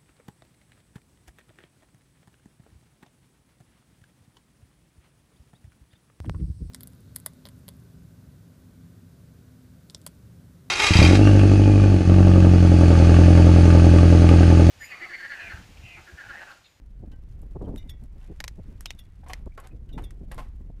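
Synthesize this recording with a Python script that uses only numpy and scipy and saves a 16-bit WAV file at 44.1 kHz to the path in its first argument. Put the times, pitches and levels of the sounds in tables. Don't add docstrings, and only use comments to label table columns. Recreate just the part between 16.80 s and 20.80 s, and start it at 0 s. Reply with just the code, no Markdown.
import sys
import numpy as np
from scipy import signal
from scipy.fft import rfft, irfft
from scipy.io import wavfile
from scipy.ndimage import uniform_filter1d

SR = 44100
rng = np.random.default_rng(int(sys.argv[2]) if len(sys.argv) > 2 else 0)


def to_wav(s):
    ch = np.atleast_2d(s).T
    pcm = np.round(np.clip(ch, -1, 1) * 32767)
    wavfile.write(sys.argv[1], SR, pcm.astype(np.int16))


N = 176400

# t/s, level/dB, body f/Hz, bass/dB, treble/dB
SNAP_CUES = [(1.604, -7.5, 1970, 3, 1.5), (1.6414, -9, 2210, 4.5, 6.5), (1.680, -6.5, 1910, -7, 2),
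             (2.058, -4.5, 2770, -7.5, -1.5), (2.1063, -7, 2350, -5.5, -1), (2.534, -4, 2050, -6.5, -2.5)]
# f/Hz, level/dB
HOUSING_EQ = [(100, -11), (1050, 3.5), (1350, -1.5), (5600, -1.5), (9500, -13.5), (12700, -12.5),
              (16000, -44)]
# t/s, level/dB, treble/dB, hold/s, body f/Hz
SLAP_CUES = [(2.433, -16.5, -25, 0.0033, 850), (2.463, -9, -6.5, 0.016, 1060),
             (2.497, -0.5, -0.5, 0.0093, 1040), (2.776, -2, -4.5, 0.0034, 1470),
             (2.837, -11, -1.5, 0.029, 2000), (3.178, -1, -4.5, 0.0093, 760), (3.514, -3, 0.5, 0.008, 1110),
             (3.579, 1, -0.5, 0.021, 1060)]
# f/Hz, level/dB
SLAP_EQ = [(150, -11.5), (500, -2), (900, -4), (2100, -9), (7000, -26), (12500, -28), (15500, -44)]
# f/Hz, level/dB
FRAME_MODES = [(520, -16), (745, -2), (830, -3), (1075, 1.5), (1250, -6.5), (1540, 0), (1930, 0),
               (2720, 4.5), (3020, 6.5)]
# t/s, level/dB, treble/dB, decay/s
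TICK_CUES = [(0.617, -43.5, 13, 0.0036), (0.9605, -22.5, -1, 0.0013), (1.238, -34.5, -0.5, 0.0017),
             (2.0082, -14.5, -3.5, 0.00087), (2.484, -22.5, -2, 0.0093), (2.497, -24, -11, 0.0037),
             (2.659, -32, -11, 0.0015), (2.8, -29.5, 5.5, 0.0042), (2.872, -22, -4, 0.0011),
             (3.223, -40, 6, 0.0018), (3.3073, -21.5, -9, 0.0021), (3.518, -38, 22, 0.0022),
             (3.545, -32.5, 9, 0.0017), (3.597, -40, 14, 0.023)]
# f/Hz, level/dB
TICK_EQ = [(300, -29), (1500, 0.5), (5000, -6.5), (8000, 0.5), (12800, -5), (14500, -37)]
# t/s, level/dB, final f/Hz, overtones/dB
SQUEAK_CUES = [(.967, -47, 3656, -1), (1.084, -43.5, 3480, 3.5), (2.06, -48.5, 3650, -19),
               (2.179, -49.5, 3480, 6.5), (3.119, -52.5, 3620, -7), (3.229, -50.5, 3475, 3.5)]
# f/Hz, level/dB
METAL_MODES = [(1950, -8), (2230, -15.5), (2760, -7.5), (3350, -3.5), (3550, 0), (4900, -10), (5550, -1.5),
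               (6620, -9), (9150, -2), (11500, 1.5), (13500, -2)]
# t/s, level/dB, centre f/Hz
KNOCK_CUES = [(0.316, -31.5, 2260), (1.412, -34.5, 1380), (3.09, -33.5, 2500)]
# t/s, level/dB, centre f/Hz
CREAK_CUES = [(0.848, -41.5, 3070), (2.718, -38.5, 2280), (2.909, -38.5, 2530)]
# t/s, level/dB
ROLLING_FADER = [(0, -77), (1.0, -72.5), (1.28, -75.5), (1.45, -68), (1.77, -73.5), (1.87, -69),
                 (2.35, -73), (3.0, -78), (4, -76.5)]
# f/Hz, level/dB
TYRE_EQ = [(100, 6), (450, 0.5), (2000, -1.5), (4000, -13), (16000, -25.5)]
# f/Hz, level/dB
METAL_EQ = [(800, -8), (2500, 2), (9000, -4.5), (12500, -7), (16000, -43)]
# centre t/s, length/s, level/dB
BUFFET_CUES = [(0.237, 0.021, -39), (0.763, 0.012, -33), (0.818, 0.008, -31.5), (0.833, 0.039, -35.5),
               (0.884, 0.022, -33), (0.929, 0.057, -36.5), (1.509, 0.025, -38.5), (1.793, 0.016, -38),
               (1.887, 0.043, -44), (2.672, 0.0089, -33), (2.95, 0.045, -42.5), (3.186, 0.074, -39),
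               (3.423, 0.019, -40), (3.902, 0.0097, -38.5)]
# f/Hz, level/dB
EDDY_EQ = [(20, 0), (170, 1), (400, -3), (750, -14.5), (1100, -22.5), (4000, -94)]
# t/s, level/dB
WIND_FADER = [(0, -45), (.25, -37.5), (.38, -40.5), (.77, -35), (.88, -32), (1.15, -39.5), (2.05, -40),
              (2.28, -47), (2.63, -36.5), (2.83, -45.5), (3.2, -33), (3.36, -39.5), (3.57, -35.5), (4, -39)]
# f/Hz, level/dB
RUMBLE_EQ = [(10, -16.5), (25, 2), (52, -0.5), (80, -9.5), (200, -31), (600, -94)]
# f/Hz, level/dB
FLUTTER_EQ = [(40, -37.5), (120, 4), (300, -9), (700, -23.5), (3000, -54)]

LINKS_PER_S, FRAME_DETUNE, GRIT_DB = 310, 0.013, 6
SQUEAK_REFERENCE_HZ, EDDY_REFERENCE_DB = 3480, -34


def shifter():
    slide_s, rebound_s, decay_s, tail_s = 0.0008, 0.0056, 0.0013, 0.0093
    out, t = np.zeros(N), event_time()
    hz, decay = freqs(t), np.exp(-t / decay_s)
    crack = 0.36 * (t == 0)
    for start, db, body_hz, bass_db, treble_db in SNAP_CUES:
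        slide = from_db(-5) * burst(decay)
        snap = energy_one(burst(decay) - crack)
        tail = from_db(-15) * burst(np.exp(-t / tail_s))
        rebound = from_db(-11.5) * burst(decay)
        force = np.zeros(len(t))
        add(force, 0, slide)
        add(force, slide_s, snap + tail)
        add(force, slide_s + rebound_s, rebound)
        body_db = at_hz(HOUSING_EQ, hz) + 11 * bell(hz, body_hz)
        shelves_db = bass_db * (1 - shelf(hz, corner_hz=1520)) + treble_db * shelf(hz, corner_hz=5940)
        add(out, start - slide_s, colour(force, db + body_db + shelves_db))
    return out


def chain_slaps():
    release_s, tail_s, link_contrast = 0.0069, 0.045, 0.74
    out, t = np.zeros(N), event_time()
    hz = freqs(t)
    for start, db, treble_db, hold_s, body_hz in SLAP_CUES:
        link_phase = (t * LINKS_PER_S + drift(rate_hz=32, size=len(t)) / 2) % 1
        landings = np.exp(-link_phase * link_contrast)
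        gate = np.exp(-np.maximum(t - hold_s, 0) / release_s)
        links = burst(landings * gate, GRIT_DB)
        ring = excite(links, ringing(FRAME_MODES, cycles=84, detune=FRAME_DETUNE))
        settling = burst(landings * np.exp(-t / tail_s), GRIT_DB)
        clatter = links + from_db(-10) * ring + from_db(-2.5) * settling
        tone_db = at_hz(SLAP_EQ, hz) + 3 * bell(hz, body_hz) + treble_db * shelf(hz, corner_hz=2500)
        add(out, start, colour(clatter, db + tone_db))
    return out


def ticks():
    tail_s = 0.015
    out, t = np.zeros(N), event_time()
    hz = freqs(t)
    for start, db, treble_db, decay_s in TICK_CUES:
        attack = burst(np.exp(-t / decay_s), grit_db=0.5)
        tail = from_db(-9.5) * burst(np.exp(-t / tail_s))
        tone_db = at_hz(TICK_EQ, hz) + treble_db * shelf(hz, corner_hz=6560)
        add(out, start, colour(attack + tail, db + tone_db))
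    return out


def squeaks():
    attack_s, decay_s = 0.0125, 0.013
    sag, sag_s, jitter = 0.122, 0.0068, 0.023
    out, t = np.zeros(N), event_time()
    attack = np.minimum(t / attack_s, 1) ** 2
    grip = attack * np.exp(-np.maximum(t - attack_s, 0) / decay_s)
    for start, db, final_hz, overtones_db in SQUEAK_CUES:
        pitch = final_hz * (1 + sag * np.exp(-t / sag_s) + jitter * drift(rate_hz=290, size=len(t)))
        phase = 2 * np.pi * np.cumsum(pitch) / SR
        overtones = from_db(-12) * np.sin(3 * phase) + from_db(-19) * np.sin(4 * phase)
        grit = burst(np.ones(len(t)), GRIT_DB)
        rasp = from_db(-10.5) * rms_one(colour(grit, at_hz(METAL_EQ, freqs(t))))
        note = grip * (np.sin(phase) + from_db(overtones_db) * grip * (overtones + rasp))
        tuning = final_hz / SQUEAK_REFERENCE_HZ
        modes = [(hz * tuning, mode_db + overtones_db * shelf(hz, corner_hz=7840))
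                 for hz, mode_db in METAL_MODES]
        ring = excite(burst(grip ** 2), ringing(modes, cycles=780, detune=0.0094))
        ring /= np.abs(ring).max()
        roughness = from_db(3.5 * drift(rate_hz=61, size=len(t)))
        add(out, start, from_db(db) * (note + roughness * ring))
    return out


def knocks():
    decay_s = 0.01
    out, t = np.zeros(N), event_time()
    for start, db, centre_hz in KNOCK_CUES:
        nudge = burst(np.exp(-t / decay_s), GRIT_DB)
        ring = excite(nudge, ringing(FRAME_MODES, cycles=290, detune=FRAME_DETUNE))
        knock = colour(nudge + ring, band_db(freqs(t), centre_hz, octaves=1))
        add(out, start, from_db(db) * energy_one(knock))
    return out


def creaks():
    decay_s = 0.01
    out, t = np.zeros(N), event_time()
    for start, db, centre_hz in CREAK_CUES:
        rub = burst(np.exp(-t / decay_s), GRIT_DB)
        creak = colour(rub, band_db(freqs(t), centre_hz, octaves=0.053))
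        add(out, start, from_db(db) * energy_one(creak))
    return out


def rolling():
    link_decay_s, link_spread_db = 0.0032, 3.5
    links = (rng.random(N) < LINKS_PER_S / SR) * from_db(link_spread_db * rng.standard_normal(N))
    patter = rms_one(signal.lfilter([1], [1, -np.exp(-1 / (link_decay_s * SR))], links))
    tyres = from_db(2) * noise(TYRE_EQ)
    chain = from_db(-4) * patter * noise(METAL_EQ)
    return from_db(automation(ROLLING_FADER)) * (tyres + chain)


def buffets():
    jolts_per_s, octaves_per_db = 680, 0.1031
    out, t = np.zeros(N), event_time()
    middle = t[-1] / 2
    for centre_s, length_s, db in BUFFET_CUES:
        swell = np.exp(-2 * ((t - middle) / length_s) ** 2)
        jolts = burst(swell * (rng.random(len(t)) < jolts_per_s / SR))
        churn = from_db(-1) * burst(swell)
        brightness = 2 ** (octaves_per_db * (db - EDDY_REFERENCE_DB))
        eddy = energy_one(colour(jolts + churn, at_hz(EDDY_EQ, freqs(t) / brightness)))
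        add(out, centre_s - middle, from_db(db) * np.sqrt(length_s * SR) * eddy)
    return out


def wind():
    fader_db = automation(WIND_FADER)
    rumble = from_db(fader_db - 1) * leveller(noise(RUMBLE_EQ), window_s=0.0503)
    flutter_db = -56 + (fader_db - fader_db.mean()) + 4 * drift(rate_hz=30)
    return rumble + from_db(flutter_db) * noise(FLUTTER_EQ)


def from_db(db):
    return 10 ** (np.asarray(db) / 20)


def rms_one(x):
    return x / np.sqrt(np.mean(x ** 2) + 1e-20)


def energy_one(x):
    return x / np.sqrt(np.sum(x ** 2) + 1e-20)


def automation(points):
    return np.interp(np.arange(N) / SR, *np.transpose(points))


def event_time():
    return np.arange(2 ** 14) / SR


def freqs(x):
    return np.maximum(np.arange(len(x) // 2 + 1) * SR / len(x), 1)


def at_hz(eq, hz):
    points_hz, db = np.transpose(eq)
    return np.interp(np.log(hz), np.log(points_hz), db)


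def shelf(hz, corner_hz):
    return 1 / (1 + (corner_hz / hz) ** 4)


def bell(hz, centre_hz, octaves=0.26):
    return np.exp(-(np.log2(hz / centre_hz) / octaves) ** 2)


def band_db(hz, centre_hz, octaves):
    return -10 * np.log10(1 + (np.log2(hz / centre_hz) / octaves) ** 4)


def colour(x, db):
    cepstrum = irfft(np.log(from_db(db)))
    cepstrum[1:len(x) // 2] *= 2
    cepstrum[len(x) // 2 + 1:] = 0
    return irfft(rfft(x) * np.exp(rfft(cepstrum)))


def noise(eq):
    white = rng.standard_normal(N)
    return rms_one(irfft(rfft(white) * from_db(at_hz(eq, freqs(white)))))


def drift(rate_hz, size=N):
    white = rng.standard_normal(size)
    return rms_one(irfft(rfft(white - white.mean()) / (1 + (freqs(white) / rate_hz) ** 2)))


def leveller(x, window_s):
    power = uniform_filter1d(x ** 2, max(int(window_s * SR), 2))
    return x / np.sqrt(np.abs(power) + 1e-12)


def burst(envelope, grit_db=0):
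    white, grains = rng.standard_normal((2, len(envelope)))
    return energy_one(white * from_db(grit_db * grains) * envelope)


def ringing(modes, cycles, detune, spread_db=2):
    t, ring = event_time(), 0
    for hz, db in 2 * list(modes):
        strike_db = db + spread_db * rng.standard_normal()
        fade_db = 60 * t * hz / cycles * (1 + shelf(hz, corner_hz=5000))
        detuned_hz = hz * (1 + detune * rng.standard_normal())
        ring += from_db(strike_db - fade_db) * np.sin(2 * np.pi * (detuned_hz * t + rng.random()))
    return energy_one(ring)


def excite(force, response):
    return energy_one(signal.fftconvolve(force, response)[:len(force)])


def add(out, start_s, x):
    i = int(start_s * SR)
    x, i = x[max(-i, 0):], max(i, 0)
    out[i:i + len(x)] += x[:max(len(out) - i, 0)]


def scene():
    bed = wind() + buffets() + rolling()
    mechanics = shifter() + ticks() + chain_slaps() + squeaks() + knocks() + creaks()
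    return (mechanics + bed)[None]


def record(dry):
    cutoff_hz = 15900
    return signal.sosfilt(signal.ellip(10, .1, 80, cutoff_hz, fs=SR, output="sos"), dry)


dry = scene()
out = record(dry)
to_wav(out)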